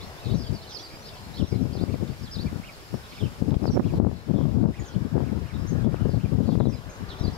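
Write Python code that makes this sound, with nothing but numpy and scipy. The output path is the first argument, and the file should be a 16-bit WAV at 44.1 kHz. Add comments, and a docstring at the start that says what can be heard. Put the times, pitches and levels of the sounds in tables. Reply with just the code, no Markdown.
"""Wind on a microphone, with birds

Gusts buffet the two ports (openings) of a camera microphone outdoors, mostly the left one,
and the camera's gain control turns the loudest down. Small birds some way off chirp, whistle,
buzz and trill, each call a tone that bends in pitch. Behind them are a brief dry rustle,
a faint falling hum, a soft wash of distant air and leaves, and the camera's own hiss and whine."""
import sys
import numpy as np
from scipy import signal
from scipy.fft import rfft, irfft, next_fast_len
from scipy.io import wavfile
from scipy.ndimage import uniform_filter1d, map_coordinates

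SR = 44100
rng = np.random.default_rng(int(sys.argv[2]) if len(sys.argv) > 2 else 0)


def persist_wave(psi):
    """Save psi, clipped to +-1, as 16-bit WAV."""
    counts = np.round(np.clip(psi, -1, 1) * 32767).astype(np.int16)
    wavfile.write(sys.argv[1], SR, np.atleast_2d(counts).T)


N = 325017

# The light flow on the left port between gusts. Each row: time in seconds, relative level in dB.
LIGHT_FLOW = [(0, -38), (.2, -48), (1.1, -49.5), (1.35, -38), (2.3, -39), (2.7, -49), (3.15, -48),
              (4.12, -27.5), (4.25, -39.5), (4.9, -42), (5.6, -31), (6.8, -32), (6.96, -44), (7.12, -36),
              (7.37, -37.5)]
# Finer eddies (swirls of air) sound higher. Each row: time in seconds, left pitch shift in octaves.
EDDY_FINENESS = [(0, 0.082), (1.4, 0.15), (1.8, 0.33), (2.5, .12), (3.7, 0.21), (4.1, 0.05), (4.6, -0.028),
                 (4.85, -0.15), (5.2, 0.2), (5.5, -0.12), (6.3, -0.16), (6.6, 0.075), (7, -0.11)]
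# The hardest single eddies. Each row: time in seconds, peak level in dB, pitch in Hz, port struck.
HARD_EDDIES = [(0.525, -15.5, 150, "left"), (1.425, -12.5, 210, "left"), (1.543, -18, 300, "left"),
               (1.619, -10.5, 190, "left"), (1.631, -13.5, 190, "left"), (1.754, -18, 380, "left"),
               (1.814, -14, 230, "left"), (1.838, -9.5, 293, "left"), (1.943, -15, 360, "left"),
               (2.943, -17, 400, "left"), (3.424, -4.5, 229, "left"), (3.519, -5.5, 190.6, "left"),
               (3.568, -3, 142, "left"), (3.643, -15, 564.7, "left"), (3.656, -8, 537, "left"),
               (3.679, -12, 379, "left"), (3.7, -5.5, 220, "left"), (3.777, -4, 432, "right"),
               (3.797, -5, 480.7, "right"), (3.939, -16.5, 449.4, "left"), (4.001, 7.5, 310, "left"),
               (4.04, -3, 180, "left"), (4.049, -4, 452, "left"), (4.066, -1.5, 210, "left"),
               (4.07, -2.5, 380, "left"), (4.115, -14, 399.7, "left"), (4.361, -5, 168.4, "left"),
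               (4.388, -13, 411.4, "left"), (4.412, -9.5, 411.2, "left"), (4.572, -13, 399.7, "left"),
               (4.64, -4, 376.6, "left"), (4.658, -4, 369.6, "left"), (5.18, -9.5, 480.2, "left"),
               (5.205, -9, 400, "left"), (5.847, -12.5, 324.1, "left"), (5.944, -10, 448.7, "left"),
               (6.094, -7.5, 298.4, "left"), (6.145, -15.5, 399, "left"), (6.491, -4.5, 350.2, "left"),
               (6.555, -15, 520.1, "left"), (6.577, -3, 189.2, "left"), (6.603, -2, 397, "left"),
               (6.608, -2, 506, "left"), (6.656, -9.5, 380, "left"), (6.672, -1, 220.7, "left"),
               (7.213, -9.5, 149.5, "left"), (7.282, -6.5, 192, "left")]


def wind(shelter_db=-50.5, spill_db=-29, eddies_per_s=3.3):
    """The left port faces the wind and a little spills to the right; single eddies add thumps."""
    windward = np.hypot(gusts("left"), amp(curve(LIGHT_FLOW)))
    sheltered = np.hypot(gusts("right"), amp(shelter_db))
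    sheltered = np.hypot(sheltered, amp(spill_db) * windward)
    left_db, right_db = 20 * np.log10([windward, sheltered])
    left = buffet(left_db, lump_db=2.5, quicken=0.1, middling_db=-19, octaves=curve(EDDY_FINENESS))
    right = buffet(right_db, lump_db=4, quicken=0.3, middling_db=-23.5, octaves=0)
    ports = {"left": amp(0.53) * left, "right": amp(1.5) * right}
    # Lesser eddies come at random, 5 dB under the flow and pitched around 300 Hz.
    lesser = [(when * N / SR, left_db[int(when * N)] - 5, 300 * 2 ** (high - 0.5), "left")
              for when, high in rng.random((round(eddies_per_s * N / SR), 2))]
    for s, db, hz, port in HARD_EDDIES + lesser:
        push = eddy(db, hz)
        add(ports[port], s - len(push) / 2 / SR, push)
    return np.array([ports["left"], ports["right"]])


# The gusts. Each row: time of full strength in seconds, hold in seconds, relative level in dB,
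# port struck.
GUSTS = [(0.264, 0.18, -26, "left"), (0.317, 0.049, -19, "left"), (0.508, 0.02, -19, "left"),
         (1.407, 0.028, -17.5, "left"), (1.527, 0.053, -18, "left"), (1.602, 0.027, -20.5, "left"),
         (1.652, 0.012, -23, "left"), (1.69, 0.043, -30, "left"), (1.757, .028, -24, "left"),
         (1.81, 0.023, -19, "left"), (1.876, 0.088, -26, "left"), (2.01, 0.021, -21, "left"),
         (2.088, 0.016, -22, "left"), (2.216, 0.035, -27, "left"), (2.369, .022, -26, "left"),
         (2.447, .02, -24, "left"), (2.46, 0.025, -32, "right"), (2.52, 0.082, -28.5, "left"),
         (2.943, 0.0096, -22, "left"), (3.237, 0.033, -19.5, "left"), (3.411, 0.031, -20, "left"),
         (3.476, 0.028, -20, "left"), (3.515, 0.032, -15.5, "left"), (3.622, 0.032, -18.5, "left"),
         (3.682, 0.024, -14.5, "left"), (3.745, .016, -22, "left"), (3.749, 0.025, -19.5, "right"),
         (3.767, 0.038, -14.5, "right"), (3.807, 0.083, -21.5, "left"), (3.824, 0.26, -31.5, "right"),
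         (3.913, 0.064, -17, "left"), (4.007, 0.08, -9, "left"), (4.099, 0.051, -21, "left"),
         (4.297, 0.28, -13, "left"), (4.578, 0.11, -8.5, "left"), (4.686, 0.019, -27, "right"),
         (4.792, 0.033, -19, "left"), (4.953, 0.01337, -15, "left"), (5.016, 0.06, -21, "left"),
         (5.135, 0.1, -15, "left"), (5.266, 0.06, -24, "left"), (5.335, .04, -19, "left"),
         (5.421, .025, -19, "left"), (5.542, 0.022, -17.5, "left"), (5.594, .025, -17.5, "left"),
         (5.65, .02, -22, "left"), (5.703, 0.24, -17.5, "left"), (5.863, 0.033, -11, "left"),
         (6.008, 0.058, -14.5, "left"), (6.085, 0.0099, -16, "left"), (6.135, .045, -16.5, "left"),
         (6.243, 0.016, -15, "left"), (6.31, 0.045, -19.5, "left"), (6.385, 0.029, -12.5, "left"),
         (6.436, 0.037, -19, "left"), (6.483, 0.021, -12, "left"), (6.525, 0.06, -15.5, "left"),
         (6.602, 0.032, -12, "left"), (6.662, 0.0333, -12, "left"), (6.704, 0.031, -19.5, "left"),
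         (6.868, 0.017, -29, "left"), (7.009, 0.028, -26, "left"), (7.075, 0.039, -33, "left"),
         (7.241, 0.05, -20, "left"), (7.315, .012, -26.5, "left")]


def gusts(port, rise_db_per_s=651.5, fall_db_per_s=479.5):
    """Strength of the gusts on one port: each strikes, holds, and lets go a little more slowly."""
    t, power = np.arange(N) / SR, np.zeros(N)
    for s, hold, db, struck in GUSTS:
        if struck == port:
            near = (t > s - 0.5) & (t < s + hold + 0.5)
            early, late = np.maximum(s - t[near], 0), np.maximum(t[near] - s - hold, 0)
            power[near] += amp(db - rise_db_per_s * early - fall_db_per_s * late) ** 2
    return np.sqrt(power)


# The rumble of churning air in a middling gust. Each row: frequency in Hz, relative level in dB.
RUMBLE_SPECTRUM = [(15, -40), (35, -25.5), (65, 1), (120, 2.5), (220, -2.5), (350, -11.5), (500, -20),
                   (750, -28.5), (1200, -40.5), (2400, -72), (6000, -92), (12000, -110)]


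def buffet(flow_db, lump_db, quicken, middling_db, octaves):
    """Churning air sweeps past a port: a stronger flow is louder and faster, so it sounds higher."""
    level_db = flow_db + lump_db * (wobble(70) + 0.6073 * wobble(32))
    speed_db = quicken * (level_db - middling_db) + wobble(230) + 0.7 * wobble(25)
    speed = np.clip(2 ** octaves * amp(speed_db), 0.5, 2)
    eddies = unit(shaped(rng.standard_normal(2 * N), RUMBLE_SPECTRUM))
    pressure = map_coordinates(eddies, [np.cumsum(speed)], mode="wrap")
    # Even out the eddies so that the gust sets the strength from moment to moment.
    strength = np.sqrt(np.abs(uniform_filter1d(pressure ** 2, size=1800)) + 1e-6)
    return amp(level_db) * pressure / strength


def eddy(db, hz):
    """One swirl of air gives a port a quick, rounded push and pull."""
    phase = 2 * np.pi * hz * np.arange(-SR // 50, SR // 50) / SR
    push = -phase * np.exp(-np.hypot(phase, 0.5))
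    return amp(db) * push / push.max()


def birds(echo_s=0.09):
    """All the bird calls together, with a short echo."""
    song = chirps() + whistles() + buzzes() + trills() + low_calls() + flock()
    t = np.arange(SR // 2) / SR
    tail = rng.standard_normal((2, len(t))) * amp(-60 * t / echo_s) * (1 - np.exp(-t / 0.0024))
    echo = signal.fftconvolve(song, tail / np.linalg.norm(tail[0]), axes=1)[:, :N]
    return amp(2) * song + amp(-13) * echo


SECOND_RATIO, SECOND_DB = 1.11, -13  # a bird's second voice is a little higher, and weaker
# Short chirps. Each row: time of the top in seconds, climb in seconds, drop in seconds,
# top pitch in Hz, relative level in dB, pan in dB (how much louder the left is than the right).
CHIRPS = [(0.038, 0.043, 0.008, 4450, -50.5, -2), (.31, .016, 0.025, 3960, -50, -1),
          (.47, .008, .018, 4800, -49, 0), (0.548, 0.022, 0.03, 5150, -53, 0),
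          (.635, .024, .012, 4550, -53, -3), (.69, .016, .008, 4700, -55, -3),
          (.749, .012, 0.035, 5120, -39, -14), (.789, .006, .025, 6000, -50.5, -4),
          (1.073, 0.024, 0.028, 5150, -51, 3), (1.357, 0.022, 0.013, 4246, -51, -3),
          (1.391, .024, 0.035, 3536, -48.5, -7), (1.435, 0.0075, 0.032, 4080, -53, -3),
          (1.485, 0.019, 0.037, 5900, -54, -2), (1.747, 0.025, 0.04, 5070, -51, -1),
          (1.828, 0.049, 0.021, 4780, -50.5, -1), (2.235, 0.016, 0.058, 5220, -53, -4),
          (2.328, 0.022, 0.045, 5270, -43.5, 0), (2.423, 0.046, 0.018, 4755, -46.5, 1),
          (2.469, 0.012, 0.028, 2400, -52, -3), (3.197, 0.012, 0.026, 3650, -50.5, -7),
          (3.243, 0.022, 0.035, 3070, -51, -5), (4.865, 0.014, 0.032, 6646, -50.5, 3),
          (5.556, 0.024, 0.017, 3876, -53, -7), (5.695, 0.029, 0.026, 6540, -49.5, 0),
          (6.087, 0.017, 0.051, 5226, -60, 0), (6.655, 0.0068, 0.025, 3973, -49.5, -2),
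          (6.732, 0.013, 0.031, 2602, -54.5, -4), (6.905, .014, 0.024, 6570, -53, 1),
          (6.94, 0.015, 0.027, 6830, -56.5, 1.5), (7.167, .006, 0.017, 3742, -53, -3),
          (7.345, 0.017, 0.025, 5300, -51.5, -1)]


def chirps(octave_climb_s=0.071, octave_drop_s=0.066, roundness=1.3):
    """Each chirp climbs and drops in two voices; the fainter the bird, the more frayed it sounds."""
    track = np.zeros((2, N))
    for s, climb, drop, top_hz, db, pan_db in CHIRPS:
        t = np.arange(-climb, drop, 1 / SR)
        octaves_down = np.maximum(-t / octave_climb_s, t / octave_drop_s) ** roundness
        hz = top_hz * 2 ** -octaves_down
        far = np.clip((-39 - db) / 10, 0, 1)
        call = bird_tone(hz, db, pan_db, rough=0.014 + 0.0085 * far)
        call += bird_tone(hz * SECOND_RATIO, db + SECOND_DB, pan_db, rough=0.025)
        add(track, s - climb, scattered(call, scatter_db=-7 + 2 * far))
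    return track


# Thin whistles. Each row: start in seconds, length in seconds, first and last pitch in Hz,
# relative level in dB, pan in dB.
WHISTLES = [(0, 0.09, 4900, 5900, -60, 5), (.165, 0.055, 3300, 4200, -59, -2),
            (0.217, .06, 2780, 2560, -59, -4), (.368, 0.1, 5050, 4750, -56, 1),
            (0.431, .055, 3700, 3100, -55.5, -2), (.545, .025, 4850, 4700, -50, 0),
            (.643, 0.022, 3100, 3080, -55, -3), (0.806, .022, 5500, 6200, -51.5, -4),
            (.79, 0.021, 3500, 3500, -50.5, -4), (.824, .028, 5100, 4700, -46, -1),
            (0.879, 0.11, 4700, 5100, -55.5, 0), (0.889, .055, 5250, 5650, -61, 2),
            (.99, .045, 5400, 6200, -59, 2), (1.018, 0.056, 4300, 4350, -56, 2),
            (1.08, 0.017, 4900, 4870, -52, 3), (1.115, 0.058, 2850, 2700, -60, -4),
            (1.225, .04, 4000, 4600, -58, 0), (1.345, 0.13, 5000, 5850, -58, 2),
            (1.514, 0.027, 5150, 4850, -51, -2), (1.546, 0.02, 4250, 4150, -53, -2),
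            (2.912, 0.074, 4800, 5900, -63, 0), (3.12, 0.16, 5000, 5530, -63, 0),
            (3.698, 0.065, 5900, 5465, -47, -12), (4.789, .04, 6900, 6700, -50, 3),
            (5.581, 0.075, 5113, 5190, -59, 4), (6.722, 0.03, 5250, 4920, -48, -5),
            (6.754, .035, 4300, 3950, -56, -4), (7.19, 0.046, 3550, 4115, -52.5, -1),
            (7.235, .028, 4900, 4700, -42.5, -2), (7.262, .022, 4350, 4100, -44.5, -1)]


def whistles(scoop_hz=109):
    """Each whistle glides from one pitch to another, sagging a little in the middle."""
    track = np.zeros((2, N))
    for s, length, start_hz, end_hz, db, pan_db in WHISTLES:
        middle_hz = (start_hz + end_hz) / 2 - scoop_hz
        bend = np.polyfit([0, 0.5, 1], [start_hz, middle_hz, end_hz], 2)
        hz = np.polyval(bend, np.linspace(0, 1, int(length * SR)))
        call = bird_tone(hz, db, pan_db, rough=0.013)
        add(track, s, scattered(call, scatter_db=-5.5))
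    return track


# Buzzy notes. Each row: start in seconds, length in seconds, first and last pitch in Hz,
# pulses per second, relative level in dB, pan in dB.
BUZZES = [(.34, .045, 5950, 5750, 170, -56, -2), (0.688, 0.068, 5980, 5600, 170, -53, -11),
          (.715, .045, 5150, 5000, 170, -48, -10), (0.895, 0.068, 2300, 2250, 130, -56, -6),
          (1.515, 0.047, 2295, 2150, 132, -56, -2), (3.025, 0.051, 3900, 3547, 150, -59, -2),
          (3.627, 0.041, 5205, 5060, 170, -54, -7), (3.661, 0.037, 5310, 4050, 170, -44, -13),
          (3.94, .05, 4000, 4108, 130, -63, 0), (4.149, 0.078, 4300, 3900, 140, -57, 0),
          (4.335, 0.12, 3493, 3250, 122, -56, 3.5), (4.873, 0.0598, 3330, 3165, 130, -55, -2),
          (5.662, 0.06, 6300, 6200, 170, -54.5, 4), (5.83, .05, 3400, 3500, 130, -56, 0),
          (5.985, 0.09, 2955, 2944, 112, -56.5, 9), (6.46, 0.072, 4662, 4500, 130, -54.5, -2),
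          (6.89, .025, 2200, 2600, 130, -55, -2), (6.681, 0.046, 5763, 5800, 170, -55, -3),
          (7.187, 0.055, 5485, 5370, 170, -53, -5)]


def buzzes(pitch_swing=0.055, pulse_db=2.5):
    """Rasping notes: quick pulses shake the pitch and the level together."""
    track = np.zeros((2, N))
    for s, length, start_hz, end_hz, pulses_per_s, db, pan_db in BUZZES:
        n = int(length * SR)
        beat = 2 * np.pi * np.cumsum(pulses_per_s * amp(0.6 * wobble(60, n))) / SR
        hz = np.geomspace(start_hz, end_hz, n) * (1 + pitch_swing * np.cos(beat))
        call = bird_tone(hz, db, pan_db, rough=0.019) * unit(amp(pulse_db * np.sin(beat)))
        add(track, s, scattered(call, scatter_db=-8))
    return track


# Chattering runs. Each row: start in seconds, length in seconds, first and last centre pitch in Hz,
# relative level in dB, pan in dB.
TRILLS = [(0.234, 0.062, 4500, 3400, -51, -2), (0.37, 0.078, 5500, 4500, -50.5, -1),
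          (0.69, 0.051, 4200, 3010, -51, -4), (0.77, .04, 5100, 4200, -49, -2),
          (.845, .036, 4800, 4300, -49, -1), (1.145, 0.053, 4670, 4200, -57, 3),
          (1.361, 0.061, 4710, 3000, -51, -5), (2.72, .04, 5020, 4000, -57, -2),
          (2.795, .115, 5125, 4600, -63, -2), (3.092, 0.083, 5210, 3100, -58.5, -1),
          (4.81, 0.056, 4705, 3700, -58, -2), (6.09, .085, 4700, 4200, -57, -1),
          (6.495, .06, 3900, 3400, -57, -2), (6.59, .05, 4064, 3350, -50, -5),
          (7.087, 0.055, 4480, 3050, -44, -4)]


def trills(strokes_per_s=82, stroke_octaves=0.43):
    """Falling runs of uneven strokes; each sweeps down, and the voice thins as it jumps back up."""
    track = np.zeros((2, N))
    for s, length, start_hz, end_hz, db, pan_db in TRILLS:
        n = int(length * SR)
        stroke = np.cumsum(strokes_per_s * amp(2.5 * wobble(70, n))) / SR % 1  # 0 to 1 in each stroke
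        hz = np.geomspace(start_hz, end_hz, n) * 2 ** (stroke_octaves * (0.5 - stroke))
        call = bird_tone(hz, db, pan_db, rough=0.0067) * unit(0.17 + np.sin(np.pi * stroke))
        add(track, s, scattered(call, scatter_db=-5.5))
    return track


# A lower bird's repeated call. Each row: start in seconds, length in seconds, top pitch in Hz,
# relative level in dB.
LOW_CALLS = [(1.876, 0.085, 3000, -55), (2.076, 0.071, 3070, -61), (2.626, 0.084, 3090, -48.5),
             (3.111, .09, 3197, -52.5), (3.827, 0.088, 3340, -52.5), (4.733, 0.077, 2840, -48),
             (5.233, 0.07, 3044, -54), (5.438, 0.088, 2990, -50.5), (5.914, 0.064, 3310, -54),
             (6.19, 0.078, 3340, -51.5)]


def low_calls():
    """A hoarse call in two voices climbs to a point and drops again, thinning at the top."""
    track = np.zeros((2, N))
    for s, length, top_hz, db in LOW_CALLS:
        from_top = np.linspace(-1, 1, int(length * SR))
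        hz = top_hz * (1 - 0.41 * np.abs(from_top))
        call = bird_tone(hz, db, pan_db=-4.5, rough=0.042)
        call += bird_tone(hz * SECOND_RATIO, db + SECOND_DB, pan_db=-5, rough=0.0911)
        call *= unit(amp(13.3 * np.abs(from_top) + 2 * from_top))
        add(track, s, scattered(call, scatter_db=-6.5))
    return track


# Bouts of twitter. Each row: start and end in seconds, number of notes, top relative level in dB.
FLOCK_BOUTS = [(0.3, .9, 30, -53), (1, 1.2, 12, -55), (1.299, 2.42, 18, -56.5), (3.081, 3.222, 12, -57.5),
               (3.4, 6.4, 40, -60), (4.8, 4.959, 9, -53.5), (6.401, 6.56, 7, -58), (7.08, 7.32, 14, -55)]


def flock():
    """Far birds give quick flicks of pitch, up or down, frayed by the long way they travel."""
    track = np.zeros((2, N))
    for start, end, notes, db in FLOCK_BOUTS:
        for when, long, high, bend, faint, side in rng.random((notes, 6)):
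            n = int((0.0109 + 0.0216 * long) * SR)
            octaves = 0.787 * (bend - 0.55) * np.linspace(-0.5, 0.5, n)
            hz = (3000 + 2500 * high) * 2 ** octaves
            call = bird_tone(hz, db - 6 * faint, pan_db=12 * side - 8, rough=0.03)
            add(track, start + when * (end - start), scattered(call, scatter_db=-4))
    return track


def bird_tone(hz, db, pan_db, rough):
    """A bird's tone follows a line of pitch; a flutter of pitch and level roughens it."""
    n = len(hz)
    flutter = np.sin(2 * np.pi * rng.uniform(136.3, 238.4) * np.arange(n) / SR) + 0.61 * wobble(504, n)
    rough_hz = hz * (1 + rough * (flutter + 0.583 * wobble(135, n)))
    phase = 2 * np.pi * np.cumsum(rough_hz) / SR
    swell = unit(signal.windows.tukey(n, 0.4) * amp(1.7 * wobble(142, n) + 20 * rough * flutter))
    balance = unit(amp([[pan_db / 2], [-pan_db / 2]]))
    right_lag_s = rng.normal(1.94, 1) / SR
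    return amp(db) * balance * swell * np.sqrt(2) * np.sin([phase, phase - 2 * np.pi * hz * right_lag_s])


def scattered(call, scatter_db):
    """Each perch has its own weak, short detours by branches and ground, which fray the note."""
    paths = np.zeros((2, SR // 20))
    for port in paths:
        delays = rng.integers(SR // 300, len(port), size=12)
        port[delays] = rng.standard_normal(len(delays)) * amp(-250 * delays / SR)
    paths *= amp(scatter_db) / np.linalg.norm(paths, axis=1, keepdims=True)
    paths[:, 0] = 1  # the direct path
    return signal.fftconvolve(call, paths / np.linalg.norm(paths[0]), axes=1)


# The ticks of a rustle. Each row: start in seconds, relative level in dB.
RUSTLE_TICKS = [(3.507, -30), (3.519, -29), (3.542, -23), (3.551, -33)]


def rustle(fade_s=0.028):
    """A few dry ticks in quick succession, each a burst of noise that dies away."""
    track, t = np.zeros((2, N)), np.arange(SR // 20) / SR
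    for s, db in RUSTLE_TICKS:
        add(track, s, amp(db - 60 * t / fade_s) * rng.standard_normal((2, len(t))))
    return shaped(track, [(700, 13), (2000, -8), (3800, -2.5), (5200, -11), (8000, -37)])


def hum(start_s=6.95, length_s=0.37, start_hz=440, end_hz=345, db=-47):
    """A faint, far hum swells and fades as it sinks in pitch."""
    track, n = np.zeros((2, N)), int(length_s * SR)
    hz = np.linspace(start_hz, end_hz, n) * (1 + 0.011 * wobble(73, n))
    swell = np.sqrt(2 * np.hanning(n))
    add(track, start_s, amp(db) * swell * np.sin(2 * np.pi * np.cumsum(hz) / SR))
    return track


AIR_LEAD_S = 0.00021  # distant sound comes from the left and reaches that port first
# How alike the two ports hear it. Each row: frequency in Hz, likeness from 0 (unrelated) to 1 (same).
AIR_LIKENESS = [(100, 0.98), (600, 0.73), (1400, 0.44), (3000, 0.2), (8000, 0.05)]
# The rise and fall of the distant air. 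Each row: time in seconds, relative level in dB.
AIR_LEVELS = [(0, -44.5), (.6, -45.5), (1.2, -46.5), (2, -47.5), (2.8, -49.5), (3.6, -46.5), (4.4, -42.5),
              (5, -43.5), (5.6, -43), (6.3, -45.5), (6.8, -43.5), (7.15, -39.5), (7.37, -40)]
# The tone of that air. Each row: frequency in Hz, relative level in dB.
AIR_SPECTRUM = [(30, -11), (90, 2), (250, -4), (480, -0.5), (700, -3), (1000, -5), (1500, -11),
                (2200, -13.5), (3200, -19), (6000, -24.5), (10000, -46)]


def distant_air():
    """Air moving far away makes a soft, low wash, a little louder on the left."""
    level = amp(curve(AIR_LEVELS) + 0.057 * wobble(2.8))
    wash = rush(AIR_SPECTRUM, patchy_db=2, likeness=AIR_LIKENESS, lead_s=AIR_LEAD_S)
    return level * wash * amp([[1.5], [-1]])


# How much the leaves stir. Each row: time in seconds, relative level in dB.
LEAF_LEVELS = [(0, -66), (2, -58), (2.6, -54.5), (3.4, -60), (4.5, -57.5), (4.9, -49.5), (6, -47.5),
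               (6.6, -62), (7.1, -45), (7.37, -54.5)]
# The tone of the leaves. Each row: frequency in Hz, relative level in dB.
LEAF_SPECTRUM = [(600, -14), (1000, 4), (1350, 8), (1700, 7.5), (2200, -12), (5000, -60)]


def leaves():
    """Leaves stirring far off make a hush that comes and goes."""
    level = amp(curve(LEAF_LEVELS) + wobble(19))
    hush = rush(LEAF_SPECTRUM, patchy_db=3, likeness=AIR_LIKENESS, lead_s=AIR_LEAD_S)
    return level * hush * amp([[1.5], [-1.5]])


# The tone of the camera's hiss. Each row: frequency in Hz, relative level in dB.
HISS_SPECTRUM = [(300, 3), (2500, 8), (4400, 6), (5250, 9), (5900, 1), (6600, 1.5), (7100, 2.5), (7900, -1),
                 (9500, -2), (12500, -1.5), (14000, -4), (15700, -9)]
# The camera's thin whine. Each row: pitch in Hz, level in dB.
WHINE_TONES = [(7099, -81.5), (14355, -87), (15609, -88)]


def camera_noise():
    """The camera adds its own hiss and three very faint, high tones."""
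    hiss = amp(-50.5) * rush(HISS_SPECTRUM, patchy_db=1, likeness=[(0, 0)], lead_s=0)
    t = np.arange(N) / SR
    whine = sum(amp(db) * np.sqrt(2) * np.sin(2 * np.pi * hz * t) for hz, db in WHINE_TONES)
    return hiss * amp([[0.5], [-0.5]]) + whine


def rush(spectrum, patchy_db, likeness, lead_s):
    """Stereo noise with drifting patches; it reaches the left port lead_s before the right."""
    bands = signal.stft(rng.standard_normal((2, N)), nperseg=1024)[2]
    patches = uniform_filter1d(rng.standard_normal(bands.shape[1:]), size=4, axis=0)  # blur in pitch
    patches = uniform_filter1d(patches, size=9, axis=1)  # and in time
    noise = signal.istft(bands * amp(patchy_db * unit(patches)), nperseg=1024)[1][:, :N]

    def shares(hz):
        """Split each frequency into a part the ports share and a part where they are opposite."""
        angle = np.arccos(np.clip(along(likeness, hz), -1, 1)) / 2
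        return amp(along(spectrum, hz)) * [np.cos(angle), np.sin(angle)]

    mid, side = filtered(noise, shares)
    delayed_right = filtered(mid - side, lambda hz: np.exp(-2j * np.pi * hz * lead_s))
    return unit(np.array([mid + side, delayed_right]))


def amp(db):
    """Turn decibels into a gain."""
    return 10 ** (np.asarray(db) / 20)


def unit(x):
    """Scale a signal to an average power of 1."""
    return x / np.sqrt(np.mean(x ** 2) + 1e-20)


def along(points, hz):
    """Read between (Hz, value) points on a log frequency scale."""
    known_hz, values = np.transpose(points)
    return np.interp(np.log(hz + 1), np.log(known_hz + 1), values)


def curve(rows):
    """Join (seconds, value) rows into one value per sample."""
    return np.interp(np.arange(N) / SR, *np.transpose(rows))


def wobble(rate, size=N):
    """A smooth curve through `rate` random points a second."""
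    points = rng.standard_normal(size // 32 + 4)
    return map_coordinates(points, [np.arange(size) * rate / SR], mode="wrap")


def filtered(x, response):
    """Multiply each frequency in a sound by response(hz)."""
    n = x.shape[-1]
    padded = next_fast_len(n + SR // 2)
    return irfft(rfft(x, padded) * response(np.fft.rfftfreq(padded, 1 / SR)), padded)[..., :n]


def shaped(x, spectrum):
    """Colour a sound with (Hz, dB) points."""
    return filtered(x, lambda hz: amp(along(spectrum, hz)))


def add(track, s, sound):
    """Mix a sound into a track, starting at s seconds."""
    i = int(np.clip(round(s * SR), 0, N - 1))
    track[..., i:i + sound.shape[-1]] += sound[..., :N - i]


def held(db, release_db_per_s):
    """Follow a level up at once and let it sink at a steady rate."""
    fall = release_db_per_s * np.arange(N) / SR
    return np.maximum.accumulate(db + fall) - fall


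def scene():
    """Every source together, before the gain control."""
    return wind() + birds() + rustle() + hum() + distant_air() + leaves() + camera_noise()


def record(dry, threshold_db=-18.5, slow_share=0.48, top_hz=15700):
    """One gain control serves both sides: loud gusts turn it down; it recovers fast, then slowly."""
    power = np.abs(uniform_filter1d(dry ** 2, size=900, axis=1)).max(axis=0)
    cut_db = 0.79 * np.maximum(10 * np.log10(power + 1e-12) - threshold_db, 0)
    fast_db = held(cut_db, release_db_per_s=88)
    slow_db = held(slow_share * cut_db, release_db_per_s=1.5)
    gain = amp(-uniform_filter1d(np.maximum(fast_db, slow_db), size=900))
    return filtered(dry * gain, lambda hz: hz < top_hz)  # the highest treble is cut off


dry = scene()
out = record(dry)
persist_wave(out)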